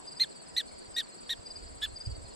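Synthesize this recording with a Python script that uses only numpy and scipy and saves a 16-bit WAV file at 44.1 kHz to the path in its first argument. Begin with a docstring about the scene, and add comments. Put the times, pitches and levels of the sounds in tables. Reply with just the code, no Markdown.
"""A prairie dog barks five short arched whistles from a meadow, a slower flutter roughening each one.
Crickets chirp near and far, two high insects trill, the field hisses, wind thumps softly on the microphone.
Barks are whistle harmonics with flutter sidebands and rasp; insects are sliding tone pulses;
field and wind are shaped noise, the wind with single low pushes."""
import sys
import numpy as np
from scipy import signal
from scipy.fft import rfft, irfft, next_fast_len
from scipy.io import wavfile
from scipy.ndimage import uniform_filter1d, map_coordinates

SR = 44100
rng = np.random.default_rng(int(sys.argv[2]) if len(sys.argv) > 2 else 0)


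def generate_wav(sig):
    """Save sig (samples, or channels by samples) to the path in sys.argv[1] as 16-bit PCM at SR."""
    pcm = np.round(np.clip(np.atleast_2d(sig).T, -1, 1) * 32767).astype(np.int16)
    wavfile.write(sys.argv[1], SR, pcm)


N = 103635

# One contour per bark: time_s, pitch_hz, effort_db, flutter_re_whistle_db
BARKS = [
    [(.195, 1770, -60, -16), (.199, 1878, -40.5, -8), (.207, 2076, -41, -8), (.219, 2078, -37, -25),
     (.23, 2057, -44.5, -2), (.238, 1834, -43, -5), (.244, 1770, -45, -23), (.254, 1370, -49, -6)],
    [(.561, 1774, -75, -26), (.566, 1814, -40, -9.5), (.573, 1994, -40.5, -9), (.583, 1974, -38, -7.5),
     (.597, 1940, -44, -11), (.605, 1805, -39.5, -13), (.609, 1716, -47.5, -14), (.62, 1310, -45, -6)],
    [(.961, 1797, -73, -14), (.966, 1830, -38, -30), (.973, 1915, -40.5, -18), (.985, 1900, -39, -3.5),
     (.997, 1862, -39.5, -18), (1.006, 1793, -41, -3), (1.011, 1720, -48, -20), (1.023, 1350, -47, -9)],
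    [(1.292, 1720, -47, 11), (1.296, 1726, -46.5, -5), (1.303, 1858, -40.5, -9.5), (1.312, 1917, -40.5, -6),
     (1.322, 1863, -41, -26), (1.331, 1827, -42, -4), (1.336, 1723, -46.5, -16), (1.346, 1460, -56, -1)],
    [(1.815, 1606, -55, 3), (1.821, 1610, -52.5, -2), (1.828, 1711, -43.5, 0), (1.838, 1732, -37.5, -19),
     (1.846, 1753, -39.5, -16), (1.854, 1718, -40.5, -28), (1.858, 1564, -51.5, -11),
     (1.871, 1310, -56, -9)],
]
# Flutter rate glide, one row per bark: first_hz, last_hz
FLUTTER_RATES = [(465, 420), (445, 250), (441, 289), (359, 253), (389.6, 284)]
# Mouth response: frequency_hz, gain_db
MOUTH = [(1200, 4), (2100, -2.5), (2700, 8.5), (3850, 7.5), (4150, 16), (4500, 0), (5200, -13),
         (6100, -9.5), (7000, -7), (8000, -11.5), (12500, -13), (14200, -25), (15000, -79)]
# Single cricket pulses, near and right: middle_s, level_db
NEAR_PULSES = [(.082, -41), (.125, -41.5), (.174, -40), (.952, -39.5), (.999, -41.5), (1.468, -40),
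               (1.512, -39), (1.564, -39), (1.968, -39.5), (2.012, -38), (2.061, -38)]
RIGHT_PULSES = [(.322, -51.5), (.368, -48), (.404, -48.5), (.784, -52), (.821, -50), (.868, -51.5),
                (1.047, -50), (1.194, -52), (1.232, -53), (1.271, -49), (1.583, -53), (1.631, -49.5),
                (1.674, -50), (2.075, -51), (2.116, -46.5), (2.161, -46.5)]
# Chirps of evenly spaced pulses, low and upper cricket: first_middle_s, level_db
LOW_CHIRPS = [(.271, -54.5), (.686, -54.5), (1.08, -55.5), (1.465, -61), (1.865, -55), (2.27, -53.5)]
UPPER_CHIRPS = [(.472, -53.5), (.755, -60), (1.107, -57.5), (1.601, -54.5), (2.041, -54), (2.25, -57.5)]
# Trill runs of two high insects: first_pulse_s, period_s, until_s, level_db
HIGH_TRILL = [(-.001, .0608, 1.25, -47.5), (1.284, .06, 1.31, -48), (1.461, .0591, 2.38, -48)]
SOFT_TRILL = [(.036, .0578, .52, -53), (1.067, .056, 1.26, -55), (1.37, .058, 2.09, -51)]
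# Pulse form of each insect: top_hz, rise_hz, fall_hz, before_top_s, after_top_s, overtone_db,
# left_minus_right_db, left_lead_rad
NEAR_SONG = (4880, 25, 500, .011, .016, -30, 1.7, .87)
RIGHT_SONG = (4700, 0, 420, .016, .012, -45, -2, -1.2)
LOW_SONG = (4420, 0, 520, .02, .012, -45, 1.5, .9)
HIGH_SONG = (8100, 550, 1700, .014, .019, -60, 1.3, 2.0)
SOFT_SONG = (7760, 50, 350, .012, .012, -60, 1, 2)
# Distant insect groups: top_hz, spread_hz, fall_hz, group_pulses_per_s, level_db
CHORUS = [(4750, 300, 420, 110, -60), (8050, 400, 700, 90, -64)]
# Field noise spectra, mid and side: frequency_hz, relative_density_db_per_hz
FIELD_MID = [(76, -30), (130, -4), (700, -4), (905, -9), (985, -5), (1080, -10.5), (3300, -18), (4100, -15),
             (4660, -11), (5300, -18), (6290, -24), (7100, -17), (7840, -10.5), (8500, -18), (9200, -34),
             (15500, -62)]
FIELD_SIDE = [(76, -56), (130, -7), (202, 0.5), (468, -1.5), (771, -8), (3740, -24), (4570, -20),
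              (6290, -32), (7100, -22), (7840, -13), (8840, -24), (9390, -37.5), (15500, -31.5)]
# Wind strength: time_s, rumble_db
WIND = [(0, -56.5), (.07, -69), (.4, -84), (.5, -64), (.95, -62), (1.14, -77), (1.28, -57), (1.47, -60),
        (1.7, -45.5), (1.83, -53.5), (1.93, -44.5), (2.02, -59), (2.12, -40.5), (2.35, -56.5)]
# Wind spectrum: frequency_hz, relative_density_db_per_hz
RUMBLE = [(15, -3.5), (48, -3.5), (70, -0.5), (140, -25.5), (220, -71)]
# Wind pushes: time_s, drive_db
THUMPS = [(0.888, -48), (1.398, -46), (1.771, -48.5), (1.934, -44), (2.078, -28), (2.096, -33),
          (2.127, -41), (2.186, -42), (2.249, -41.5)]

FLUTTER_WAVER_HZ = 88.6
LOWER_SIDEBAND_DB, FURTHER_SIDEBAND_DB = -10.5, -13.5
FLUTTER_DB_PER_OCTAVE = 6.5  # zero at the second harmonic
UPPER_DB_PER_HARMONIC = -3.5  # above the third
SOFT_DULLING = 0.47  # dB lost per harmonic above the second, per dB of lost effort
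RASP_DB, RASP_TILT_DB_PER_OCTAVE = -7, 5.5
PITCH_JITTER, SOFT_JITTER_PER_DB = .003, .0028  # fraction of pitch; gain per dB of lost effort
SHIMMER_DB = .45  # per harmonic number, three times that per sideband step
GRASS_T60_S, GRASS_DB = .06, -17
LOW_GAP_S, UPPER_GAP_S, UPPER_HZ = .0505, .042, 5030
MID_DB, SIDE_DB = -56.5, -51
THUMP_S, LEFT_EARLY_S, LEFT_DB = .0019, .0024, -3.7
TOP_HZ = 15630


def amp(db):
    """Decibels to amplitude."""
    return 10 ** (np.asarray(db) / 20)


def unit(x):
    """Scale to rms 1."""
    return x / np.sqrt(np.mean(x ** 2) + 1e-20)


def along(points, hz):
    """Interpolate (Hz, value) points on a log frequency axis."""
    f, v = np.transpose(points)
    return np.interp(np.log(hz + 1), np.log(f + 1), v)


def wobble(rate_hz, size):
    """Smooth random curve with rate_hz knots a second."""
    knots = rng.standard_normal(int(size * rate_hz / SR) + 4)
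    return map_coordinates(knots, [np.arange(size) * rate_hz / SR])


def filtered(x, response):
    """Multiply the spectrum of x by a response of frequency."""
    m = next_fast_len(N + 8192)
    return irfft(rfft(x, m) * response(np.fft.rfftfreq(m, 1 / SR)), m)[..., :N]


def rush(spectrum, patchy_db):
    """Coloured noise of rms 1 with time-frequency patches of random gain."""
    z = signal.stft(rng.standard_normal(N), nperseg=512)[2]
    patches = uniform_filter1d(rng.standard_normal(z.shape), 5, 0)
    patches = uniform_filter1d(patches, 8, 1)
    x = signal.istft(z * amp(patchy_db * unit(patches)), nperseg=512)[1][:N]
    return unit(filtered(x, lambda hz: amp(along(spectrum, hz))))


def rasp(whistle_phase, flutter_phase):
    """Breath noise pulsed by whistle and flutter, through the mouth above 1500 Hz."""
    size = len(whistle_phase)
    noise = amp(RASP_DB) * rng.standard_normal(size)
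    noise = noise * (1 + np.cos(whistle_phase)) * (1 + .5 * np.cos(flutter_phase))

    def response(hz):
        tilt_db = RASP_TILT_DB_PER_OCTAVE * np.log2((hz + 1) / 4000)
        return amp(along(MOUTH, hz) + tilt_db) * (hz > 1500)

    return filtered(np.pad(noise, (0, N - size)), response)[:size]


def barks():
    """Harmonics of the whistle, split into sidebands by the flutter, with rasp, through the mouth."""
    out, span = np.zeros(N), SR // 10
    for rows, (first_hz, last_hz) in zip(BARKS, FLUTTER_RATES):
        s, *cols = np.transpose(rows)
        start = round(s[0] * SR)
        t = (start + np.arange(span)) / SR
        pitch_hz, effort_db, flutter_db = [uniform_filter1d(np.interp(t, s, c), size=90) for c in cols]
        flutter_hz = np.interp(t, s[[0, -1]], [first_hz, last_hz])
        flutter_hz = flutter_hz + FLUTTER_WAVER_HZ * wobble(258.6, span)
        lost_db = effort_db.max() - effort_db
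        jitter = (PITCH_JITTER + SOFT_JITTER_PER_DB * lost_db) * wobble(495, span)
        whistle_phase = 2 * np.pi * np.cumsum(pitch_hz * (1 + jitter)) / SR
        flutter_phase = 2 * np.pi * np.cumsum(flutter_hz) / SR
        voice = rasp(whistle_phase, flutter_phase)
        for k in range(1, 9):
            harmonic_db = -max(k - 2, 0) * SOFT_DULLING * lost_db + max(k - 3, 0) * UPPER_DB_PER_HARMONIC
            for j in range(-2, 3):  # 0 is the harmonic itself
                db = harmonic_db + along(MOUTH, k * pitch_hz + j * flutter_hz)
                if j:
                    db = db + flutter_db + FLUTTER_DB_PER_OCTAVE * np.log2(k / 2)
                    db = db + (abs(j) - 1) * FURTHER_SIDEBAND_DB + (j < 0) * LOWER_SIDEBAND_DB
                db = db + SHIMMER_DB * (k + 3 * abs(j)) * wobble(261.0, span)
                phase = k * whistle_phase + j * flutter_phase + rng.uniform(0, 2 * np.pi)
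                voice += np.sqrt(2) * amp(db) * np.sin(phase)
        fade = np.clip(np.minimum((t - s[0]) / .002, (s[-1] - t) / .009), 0, 1) ** 2
        out[start:start + span] += amp(effort_db) * fade * voice
    return out


def grass(x):
    """Short scattered answer of grass and ground: a decaying noise tail per channel."""
    t = np.arange(SR // 8) / SR
    tail = rng.standard_normal((2, len(t))) * amp(-60 * t / GRASS_T60_S)
    return signal.fftconvolve(x[None], tail / np.linalg.norm(tail[0]), axes=1)[:, :N]


def insect(pulses, song):
    """Each wing stroke is a tone that arches over its top, or only slides down if rise_hz is 0."""
    top_hz, rise_hz, fall_hz, before_s, after_s, overtone_db, pan_db, lead_rad = song
    pad = SR // 4
    out = np.zeros((2, N + SR))
    side = np.array([[.5], [-.5]])  # left, right
    u = np.r_[np.linspace(-1, 0, round(before_s * SR)), np.linspace(0, 1, round(after_s * SR))]
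    if rise_hz:
        drop_hz = np.where(u < 0, rise_hz, fall_hz) * u * u
    else:
        drop_hz = fall_hz * (u + 1) ** 2 / 4
    variations = rng.standard_normal((len(pulses), 3))
    for (s, db), (pitch_var, level_var, phase_var) in zip(pulses, variations):
        pitch_hz = top_hz * (1 + .003 * pitch_var) - drop_hz
        phase = 2 * np.pi * np.cumsum(pitch_hz) / SR + 7 * phase_var + lead_rad * side
        tone = np.sin(phase) + amp(overtone_db) * np.sin(2 * phase)
        shape = np.cos(np.pi * u / 2) ** .8 * amp(wobble(300, len(u)))
        gain = amp(db + 1.2 * level_var + pan_db * side)
        first = pad + round((s - before_s) * SR)
        out[:, first:][:, :len(u)] += gain * shape * tone
    return out[:, pad:pad + N]


def chirps(rows, gap_s, count):
    """A group of count evenly spaced pulses from each start."""
    return [(s + k * gap_s, db) for s, db in rows for k in range(count)]


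def trill(runs):
    """Evenly spaced pulses through each run."""
    return [(s, db) for first, period, until, db in runs for s in np.arange(first, until, period)]


def chorus(count=12):
    """Faint distant insects, each with its own pitch and side, pulsing at random times."""
    out = 0
    for top_hz, spread_hz, fall_hz, rate, db in CHORUS:
        places = rng.standard_normal((count, 2))
        for offset, (pan, lead) in zip(np.linspace(-1, 1, count), places):
            times = rng.uniform(0, N / SR, round(rate * N / SR / count))
            song = (top_hz + spread_hz * offset, 0, fall_hz, .014, .011, -60, 2 * pan, 1.4 * lead)
            out = out + insect([(s, db) for s in times], song)
    return out


def field():
    """Distant chorus, leaves and air as wide noise, the side stronger than the mid."""
    mid = amp(MID_DB) * rush(FIELD_MID, patchy_db=2.0)
    side = amp(SIDE_DB) * rush(FIELD_SIDE, patchy_db=1.5)
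    return np.array([mid + side, mid - side])


def wind():
    """Lumpy rumble and single low pushes, reaching the left channel first and softer."""
    t = np.arange(N + SR // 10) / SR
    s, db = np.transpose(WIND)
    level_db = np.interp(t[:N], s, db) + 2.1 * wobble(13.7, N)
    rumble = amp(level_db) * rush(RUMBLE, patchy_db=0)
    right = np.pad(rumble, (0, SR // 10))
    for s, db in THUMPS:
        u = (t - s) / THUMP_S
        right += amp(db) * (1 - u * u + .5 * u) * np.exp(-u * u / 4.4)
    right = signal.sosfilt(signal.butter(2, 26, 'high', fs=SR, output='sos'), right)
    left = amp(LEFT_DB) * right[round(LEFT_EARLY_S * SR):][:N]
    left_only = amp(-65) * rush(RUMBLE, patchy_db=4.5)
    return np.array([left + left_only, right[:N]])


def scene():
    """Barks and their grass answer, the insects, field and wind."""
    bark = barks()
    choir = [(NEAR_PULSES, NEAR_SONG),
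             (RIGHT_PULSES, RIGHT_SONG),
             (chirps(LOW_CHIRPS, LOW_GAP_S, count=2), LOW_SONG),
             (chirps(UPPER_CHIRPS, UPPER_GAP_S, count=3), (UPPER_HZ, *RIGHT_SONG[1:])),
             (trill(HIGH_TRILL), HIGH_SONG),
             (trill(SOFT_TRILL), SOFT_SONG)]
    insects = sum(insect(pulses, song) for pulses, song in choir)
    return bark + amp(GRASS_DB) * grass(bark) + insects + chorus() + field() + wind()


def record(dry):
    """Band limit: nothing passes from TOP_HZ up."""
    return filtered(dry, lambda hz: hz < TOP_HZ)


dry = scene()
out = record(dry)
generate_wav(out)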